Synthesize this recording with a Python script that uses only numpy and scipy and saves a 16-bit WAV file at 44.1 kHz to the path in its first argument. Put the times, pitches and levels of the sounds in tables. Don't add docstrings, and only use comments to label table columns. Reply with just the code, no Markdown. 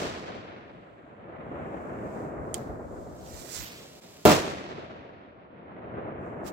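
import sys
import numpy as np
from scipy import signal
from scipy.fft import rfft, irfft
from scipy.io import wavfile
from scipy.ndimage import uniform_filter1d

SR = 44100
rng = np.random.default_rng(int(sys.argv[2]) if len(sys.argv) > 2 else 0)


def bounce(signal):
    frames = np.transpose(np.atleast_2d(signal))
    limited = np.clip(frames, -1, 1)
    pcm = np.round(limited * 32767).astype(np.int16)
    wavfile.write(sys.argv[1], SR, pcm)


N = 287774
T = np.arange(N) / SR
PORT_LAG_S = 0.00051
SOUND_M_S = 343
TOP_HZ = 15900


def undb(db):
    return 10 ** (np.asarray(db) / 20)


def step(x, width):
    return .5 + .5 * np.tanh(x / width / 2)


def swell(s, half_s, db):
    return undb(db) * np.exp(-((T - s) / half_s) ** 2)


def panned(x, db, pan_db):
    left = x[0] * undb(db + pan_db / 2)
    right = x[1] * undb(db - pan_db / 2)
    return np.array([left, right])


def spectrum_db(points, hz):
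    f, db = np.transpose(points)
    return np.interp(np.log(np.maximum(hz, 1)), np.log(f), db)


def colour(x, points, size=4096):
    gain = undb(spectrum_db(points, np.fft.rfftfreq(size, 1 / SR)))
    cepstrum = irfft(np.log(gain))
    cepstrum[1:size // 2] *= 2
    cepstrum[size // 2 + 1:] = 0
    response = irfft(np.exp(rfft(cepstrum)))
    response /= np.linalg.norm(response)
    return signal.oaconvolve(x, response[None])[:, :N]


def sweep(x, db_at, size=256):
    hz, s, frames = signal.stft(x, SR, nperseg=size)
    frames = frames * undb(db_at(hz[:, None], s))
    return signal.istft(frames, SR, nperseg=size)[1][..., :N]


def arrivals(s, gain, bearing, lean=0):
    lag = PORT_LAG_S * np.sin(bearing) / 2
    ports = []
    for side in (1, -1):
        sample = np.maximum((s + side * lag) * SR, 0).astype(int)
        ports.append(np.bincount(sample, gain * (1 + side * lean), N)[:N])
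    return np.array(ports)


def scatter(regions, uneven_db, shading=0.21, count=50000):
    out = 0
    for peak_s, rise_s, db, fade, bearing, spread in regions:
        s = rng.uniform(0, N / SR, count)
        sign, size, angle, shade = rng.standard_normal((4, count))
        gain = np.sign(sign) * undb(uneven_db * size)
        gain *= np.sqrt(N / np.sum(gain ** 2))
        rise = np.exp(-(np.minimum(s - peak_s, 0) / rise_s) ** 2)
        gain *= rise * undb(db - fade * np.maximum(s - peak_s, 0))
        out = out + arrivals(s, gain, bearing + spread * angle, shading * shade)
    return out


# settled pitch in Hz, relative level in dB, time to fall 60 dB in seconds.
SWING_MODES = [(397.4, -0.5, 0.015), (612, -9.5, 0.03), (203, -12.5, 0.028), (58, -27, .06)]


def pressure_swings(rise_s=0.00091, hurry_s=0.00052, size=8192):
    t = T[:size]
    hurried = t + hurry_s * (1 - np.exp(-t / hurry_s))
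    swings = sum(undb(db - 60 * t / t60) * np.sin(2 * np.pi * hz * hurried)
                 for hz, db, t60 in SWING_MODES)
    return (1 - np.exp(-t / rise_s)) * swings


# delay in seconds, level in dB, sharp front over that level in dB, bearing in radians (right positive).
SHOCK_PATHS = [(0, 7.5, -6.5, .2), (.005, -12.5, 5.5, .6), (.0065, -17.5, 8.5, .7), (.0097, -12.5, 9.5, .2),
               (.0185, -2.5, -11, .2), (.028, -4, -10.5, .1), (0.0426, -10, 6, 0), (.046, -7, -3, .3),
               (.0665, -14.5, 10.5, .8), (0.0778, -8, -11, .9), (.109, -15, -8, .6), (.128, -16, -8, .9),
               (.148, -25, -8, .5), (0.193, -15, -14, -1.0)]


def shock(front_s=0.000087, front_lean=-.22, splinter_db=-12, splinter_s=.0005, size=1024):
    t = T[:size]
    s, db, front_db, bearing = np.transpose(SHOCK_PATHS)
    body = signal.oaconvolve(arrivals(s, undb(db), bearing), pressure_swings()[None])
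    splinters = rng.standard_normal((2, size)) * np.exp(-t / splinter_s)
    front = np.exp(-t / front_s) + undb(splinter_db) * splinters
    front_arrivals = arrivals(s, undb(db + front_db), bearing, front_lean)
    crack = signal.oaconvolve(front_arrivals, front, axes=1)
    return body[:, :N] + crack[:, :N]


# pitch in Hz, level in dB, time to fall 60 dB in seconds.
DECK_MODES = [(42, -28, .18), (66, -24, .2), (88, -23, .2), (122, -17, .24), (174, -19, .26),
              (214, -17, .26), (309, -15, .28), (397, -17, .28), (442, -22, .26), (607, -13.5, .28),
              (680, -20, .28), (729, -17, .3), (852, -21.5, .3), (952, -22, .3), (991, -22, .3),
              (1050, -24, .3), (1204, -24.5, .36), (1372, -26, .32), (2729, -32, .45)]


def deck(rise_s=0.0051, bearing=.3, size=22050):
    t = T[:size]
    ring = sum(undb(db - 60 * t / t60) * np.sin(2 * np.pi * (hz * t + rng.random()))
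               for hz, db, t60 in DECK_MODES)
    ring = ring * (1 - np.exp(-t / rise_s))
    return signal.oaconvolve(arrivals(np.zeros(1), np.ones(1), bearing), ring[None])[:, :N]


def thickets(x, depth_db=0.5, patchy_db=0.77, smooth_samples=1000, count=9):
    lumps = uniform_filter1d(rng.standard_normal((count + 1, N)), smooth_samples)
    lumps = uniform_filter1d(lumps, smooth_samples // 2)
    shared, *octaves = lumps / lumps.std()
    centres = np.log2(TOP_HZ) - np.arange(count)

    def db_at(hz, s):
        weights = np.sqrt(np.maximum(1 - abs(np.log2(hz + 1) - centres), 0))
        patches = np.array([np.interp(s, T, lump) for lump in octaves])
        return depth_db * np.interp(s, T, shared) + patchy_db * weights @ patches
    return sweep(x, db_at, size=512)


# delay in seconds, base level in dB, bearing in radians (right positive).
STEEP_FACES = [(.222, -31, -0.45), (.456, -36, -1.4), (.532, -37, -1.7), (.655, -41, -1.3),
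               (1.278, -48, -1.5), (1.688, -38.5, -1.1), (1.73, -36, -0.51), (1.829, -35, -0.45),
               (2.012, -37, -0.48), (2.2, -35, -0.29), (2.333, -35, -0.53), (2.363, -39, -0.56),
               (2.422, -35.5, -0.54), (2.528, -37, -0.6), (2.56, -34.5, -0.53), (2.648, -36.5, -0.8),
               (2.765, -35, -.3), (2.873, -32.5, -0.21), (2.967, -34, -0.49), (3.087, -38, 0.3),
               (3.13, -39.5, 0), (3.24, -40.5, -0.2), (3.287, -42, -0.62), (3.398, -43.5, -0.39)]
FACE_SPREAD_RAD = 0.36


def faces(rise_s=0.0041, fade_db_per_s=330, thud_db=10, smear_db=-2):
    regions = [(s, rise_s, db + smear_db, fade_db_per_s, bearing, FACE_SPREAD_RAD)
               for s, db, bearing in STEEP_FACES]
    s, db, bearing = np.transpose(STEEP_FACES)
    thuds = signal.oaconvolve(arrivals(s, undb(db + thud_db), bearing), pressure_swings()[None])[:, :N]
    return thuds + colour(scatter(regions, uneven_db=4, count=16000), BLAST_SPECTRUM)


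# strongest at delay in seconds, rise in seconds, level in dB, fade in dB per second,
# bearing in radians (right positive), spread in radians.
TERRACE_SCATTER = [(.006, 0.0049, -12.5, 186, 0.37, 0.97), (.055, 0.038, -16, 166.5, 0.28, 1.2)]
WOODS_SCATTER = [(.065, 0.064, -20.5, 93, .4, 1.56), (.22, 0.04, -34, 17.2, .9, 1.15),
                 (.46, 0.043, -43.5, 13.5, -1.2, 0.58), (1.8, 0.42, -35.5, 5.1, -0.74, 1.44),
                 (1.725, 0.015, -36.5, 15, -1.0, 0.53), (2.62, 0.82, -33, 11.5, -0.23, 1.35)]
# frequency in Hz, relative level in dB.
BLAST_SPECTRUM = [(25, -28), (60, -17), (130, -1.5), (200, 1), (310, 3), (480, 2), (640, 0), (850, -5.5),
                  (1300, -5.5), (1900, -13.5), (4000, -17.5), (7650, -23), (9500, -32.5), (15500, -22.5)]
WOOD_SPECTRUM = [(25, -29), (45, -7.5), (80, -0.5), (140, 1), (300, 0.3), (480, 0), (650, 1), (850, -5.5),
                 (1300, -5.5), (2000, -8), (4000, -9.5), (7400, -9.5), (9000, -15.5), (15000, -19)]


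def bang(air_db_per_s=118, relax_hz=8800, thin_hz=60, terrace_pan_db=-3.0):
    terrace = colour(scatter(TERRACE_SCATTER, uneven_db=5.5), BLAST_SPECTRUM)
    left, right = shock() + deck() + panned(terrace, 0, terrace_pan_db)
    right = signal.filtfilt(*signal.butter(1, thin_hz, "high", fs=SR), right, padtype=None)
    near = np.array([left, right])
    far = thickets(colour(scatter(WOODS_SCATTER, uneven_db=3.0), WOOD_SPECTRUM)) + faces()
    return sweep(near + far, lambda hz, s: -air_db_per_s * s * hz ** 2 / (hz ** 2 + relax_hz ** 2))


# start in seconds, level in dB.
BANG_TIMES = [(-0.172, 0.48), (4.253, 0)]
RIGHT_BASS_HZ, LEFT_BASS_HZ, LEFT_TREBLE_HZ = 104.4, 40, 13000


def bangs(pan_db=-0.07):
    out = np.zeros((2, N))
    for s, db in BANG_TIMES:
        start = int(s * SR)
        heard = bang()[:, max(-start, 0):N - max(start, 0)]
        out[:, max(start, 0):N + min(start, 0)] += undb(db) * heard
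    left = signal.lfilter(*signal.butter(1, [LEFT_BASS_HZ, LEFT_TREBLE_HZ], "band", fs=SR), out[0])
    right = signal.lfilter(*signal.butter(1, RIGHT_BASS_HZ, "high", fs=SR), out[1])
    return panned(np.array([left, right]), 0, pan_db)


# frequency in Hz, relative level in dB.
CLOTH_SPECTRUM = [(1000, -21.5), (3500, -2), (5500, -2), (7500, 5), (9000, -3.5), (11000, -13),
                  (13000, -4.5), (15500, -10)]
# centre in seconds, half length in seconds, level in dB.
RUB_SWELLS = [(0.899, 0.39, -85.5), (1.87, 0.32, -71), (2.18, 0.13, -66.5), (2.574, 0.19, -68.5),
              (3.017, 0.18, -66), (6.263, 0.068, -77), (6.504, 0.15, -79)]
# centre in seconds, half length in seconds, level in dB.
HAND_SCRAPE = (6.478, 0.022, -46.5)


def rustle(grain_db=4, pan_db=-3, scrape_pan_db=-9):
    slips = rng.standard_normal((2, N)) * undb(grain_db * rng.standard_normal(N))
    slips /= slips.std()
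    rubs = colour(slips, CLOTH_SPECTRUM) * sum(swell(*row) for row in RUB_SWELLS)
    scrape = colour(slips, HISS_SPECTRUM) * swell(*HAND_SCRAPE)
    return panned(rubs, 0, pan_db) + panned(scrape, 0, scrape_pan_db)


# centre in seconds, half length in seconds, level in dB.
PUFF_SWELLS = [(2.406, 0.023, -47), (2.713, 0.019, -39.5), (2.933, 0.35, -51.5), (3.355, 0.067, -49.5),
               (3.602, 0.054, -46.5)]
# frequency in Hz, relative level in dB.
PUFF_SPECTRUM = [(15, -3.5), (30, -11), (60, 8.5), (110, -4.5), (220, -14), (600, -35), (3000, -74)]


def puffs(pan_db=5):
    air = colour(rng.standard_normal((2, N)), PUFF_SPECTRUM)
    return panned(air * sum(swell(*row) for row in PUFF_SWELLS), 0, pan_db)


# start in seconds, strength in dB.
LIGHTER_CLICKS = [(2.5426, 0.5), (2.5807, -28)]
# pitch in Hz, relative level in dB, time to fall 60 dB in seconds.
LIGHTER_MODES = [(2200, -34, .012), (3127, -32, 0.032), (3330, -33, .034), (4780, -35, 0.04),
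                 (5140, -37, .03), (6284, -38, .035), (6640, -34, .028), (7050, -25.5, .018),
                 (7460, -11.5, .004), (7790, -30, .028), (7940, -29.5, 0.026), (8860, -9, 0.0042),
                 (9180, -27, .022), (9520, -29, .018), (13640, -33, .018)]


def lighter(shadow_db=-17, hands_db=-41.0, hands_t60=0.085, terrace_db=-53, terrace_t60=0.67,
            contact_s=0.00013):
    out = 0
    for s, strength_db in LIGHTER_CLICKS:
        t = np.maximum(T - s, 0)
        ring = sum(undb(db - 60 * t / t60) * np.sin(2 * np.pi * hz * t) for hz, db, t60 in LIGHTER_MODES)
        ring = ring * (1 - np.exp(-t / contact_s))
        tail = undb(hands_db - 60 * t / hands_t60) + undb(terrace_db - 60 * t / terrace_t60)
        scattered = colour(rng.standard_normal((2, N)) * tail * (t > 0), HISS_SPECTRUM)
        direct = np.array([undb(shadow_db) * ring, ring])
        out = out + undb(strength_db) * (direct + scattered)
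    return out


PASSES_S, THROW_M_S, BESIDE_M, BEHIND_M, AHEAD_M = 3.583, 8.46, 0.49, 1.21, 3.1


def flight():
    along = np.clip(THROW_M_S * (T - PASSES_S), -BEHIND_M, AHEAD_M)
    return np.hypot(along, BESIDE_M), np.arctan2(BESIDE_M, along)


# centre in seconds, half length in seconds, extra level in dB, centre pitch in Hz.
HISS_FLARES = [(3.39, .05, 4, 7510), (3.545, 0.045, 7, 7520), (3.64, 0.04, 7.5, 14500),
               (3.774, 0.11, 3, 2495)]
FLARE_OCTAVES = 0.9


def flare_db(hz, s):
    total = 0
    for at, half_s, db, centre in HISS_FLARES:
        octaves = np.log2((hz + 1) / centre)
        total = total + db * np.exp(-((s - at) / half_s) ** 2 - (octaves / FLARE_OCTAVES) ** 2)
    return total


SWISH_S, SWISH_HALF_S, SWISH_DB, SWISH_OCTAVES, SWISH_OCTAVES_PER_S = 3.66, .09, -9.5, .22, 4.7
SWISH_LEFT_HZ, SWISH_RIGHT_HZ = 6310, 10700


def swish_db(hz, s, passing_hz):
    centre = passing_hz * 2 ** (-SWISH_OCTAVES_PER_S * (s - PASSES_S))
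    octaves = np.log2((hz + 1) / centre)
    return SWISH_DB * np.exp(-((s - SWISH_S) / SWISH_HALF_S) ** 2 - (octaves / SWISH_OCTAVES) ** 2)


# frequency in Hz, relative level in dB.
HISS_SPECTRUM = [(300, -20.5), (1000, 1), (1700, 0), (2300, 0), (3100, -2), (4500, -1), (6400, -1.5),
                 (7600, 0.5), (8800, -7.5), (10000, -7.5), (11200, -12), (13000, -3.5), (15500, -8)]
CATCH_S, FULL_BURN_S, GROW_DB_PER_S, FUSE_DB = 2.74, 3.276, 39, -43.5
SWING_OUT_S, SWING_S, HIDDEN_DB = 3.25, 0.052, -13
HELD_DETOUR_M, PASSING_DETOUR_M, BODY_ECHO_DB = .76, .67, -4.5
JET_COMING_HZ, JET_GOING_HZ = 7420, 3700
SHADE_DB, SHADE_RAD, SHADE_EDGE_RAD, SHADE_HZ = -14.5, 0.74, .15, 3900


def fuse(jet_db=4, jet_octaves=0.94, sputter_db=0.34, spark_db=3, diffuse=1.0, pan_db=-1,
         sputter_samples=200):
    metres, bearing = flight()
    in_view = step(T - SWING_OUT_S, SWING_S)
    growth_db = -GROW_DB_PER_S * np.maximum(FULL_BURN_S - T, 0)
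    db = FUSE_DB + growth_db + HIDDEN_DB * (1 - in_view) - 20 * np.log10(metres)
    shade_db = SHADE_DB * in_view * step(bearing - SHADE_RAD, SHADE_EDGE_RAD)
    jet_hz = JET_GOING_HZ + (JET_COMING_HZ - JET_GOING_HZ) * (1 - np.cos(bearing)) / 2

    slow_noise = uniform_filter1d(rng.standard_normal(N), sputter_samples)
    sputter = undb(sputter_db * np.sqrt(sputter_samples) * slow_noise)
    sparks = undb(spark_db * np.repeat(rng.standard_normal(N), 8)[:N])
    gas = colour(rng.standard_normal((3, N)) * sputter * sparks, HISS_SPECTRUM)

    def jet_and_flares_db(hz, s):
        octaves = np.log2((hz + 1) / np.interp(s, T, jet_hz))
        return jet_db * np.exp(-(octaves / jet_octaves) ** 2) + flare_db(hz, s)
    gas = sweep(gas, jet_and_flares_db)

    lag = PORT_LAG_S * in_view * np.sin(np.minimum(bearing, np.pi / 2))
    detour_m = np.interp(T, [SWING_OUT_S, PASSES_S], [HELD_DETOUR_M, PASSING_DETOUR_M])
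    body_echo = np.interp(T - detour_m / SOUND_M_S, T, gas[0])
    jet = gas[0] + undb(BODY_ECHO_DB) * step(PASSES_S - T, SWING_S) * body_echo
    direct = np.array([np.interp(T - lag, T, jet), jet])
    left, right = direct + diffuse * gas[1:]

    def left_db(hz, s):
        shade = np.interp(s, T, shade_db) * hz ** 2 / (hz ** 2 + SHADE_HZ ** 2)
        return shade + swish_db(hz, s, SWISH_LEFT_HZ)
    left = sweep(left, left_db)
    right = sweep(right, lambda hz, s: swish_db(hz, s, SWISH_RIGHT_HZ))
    burning = (T > CATCH_S) & (T < BANG_TIMES[-1][0])
    return panned(np.array([left, right]) / right.std() * burning, db, pan_db)


def left_dulled(x, top_hz=11000):
    lowpass = signal.butter(1, top_hz, fs=SR, output="sos")
    return np.array([signal.sosfilt(lowpass, x[0]), x[1]])


DIP_S, DIP_HALF_S, DIP_DB = 4.007, .007, -10


def scene():
    small_sounds = left_dulled(rustle() + lighter() + fuse())
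    dip = undb(DIP_DB * swell(DIP_S, DIP_HALF_S, 0))
    return (bangs() + small_sounds + puffs()) * dip


def record(dry, ceiling=.93):
    rounded = ceiling * np.tanh(dry / ceiling)
    return signal.sosfilt(signal.ellip(10, .2, 80, TOP_HZ, fs=SR, output="sos"), rounded)


dry = scene()
out = record(dry)
bounce(out)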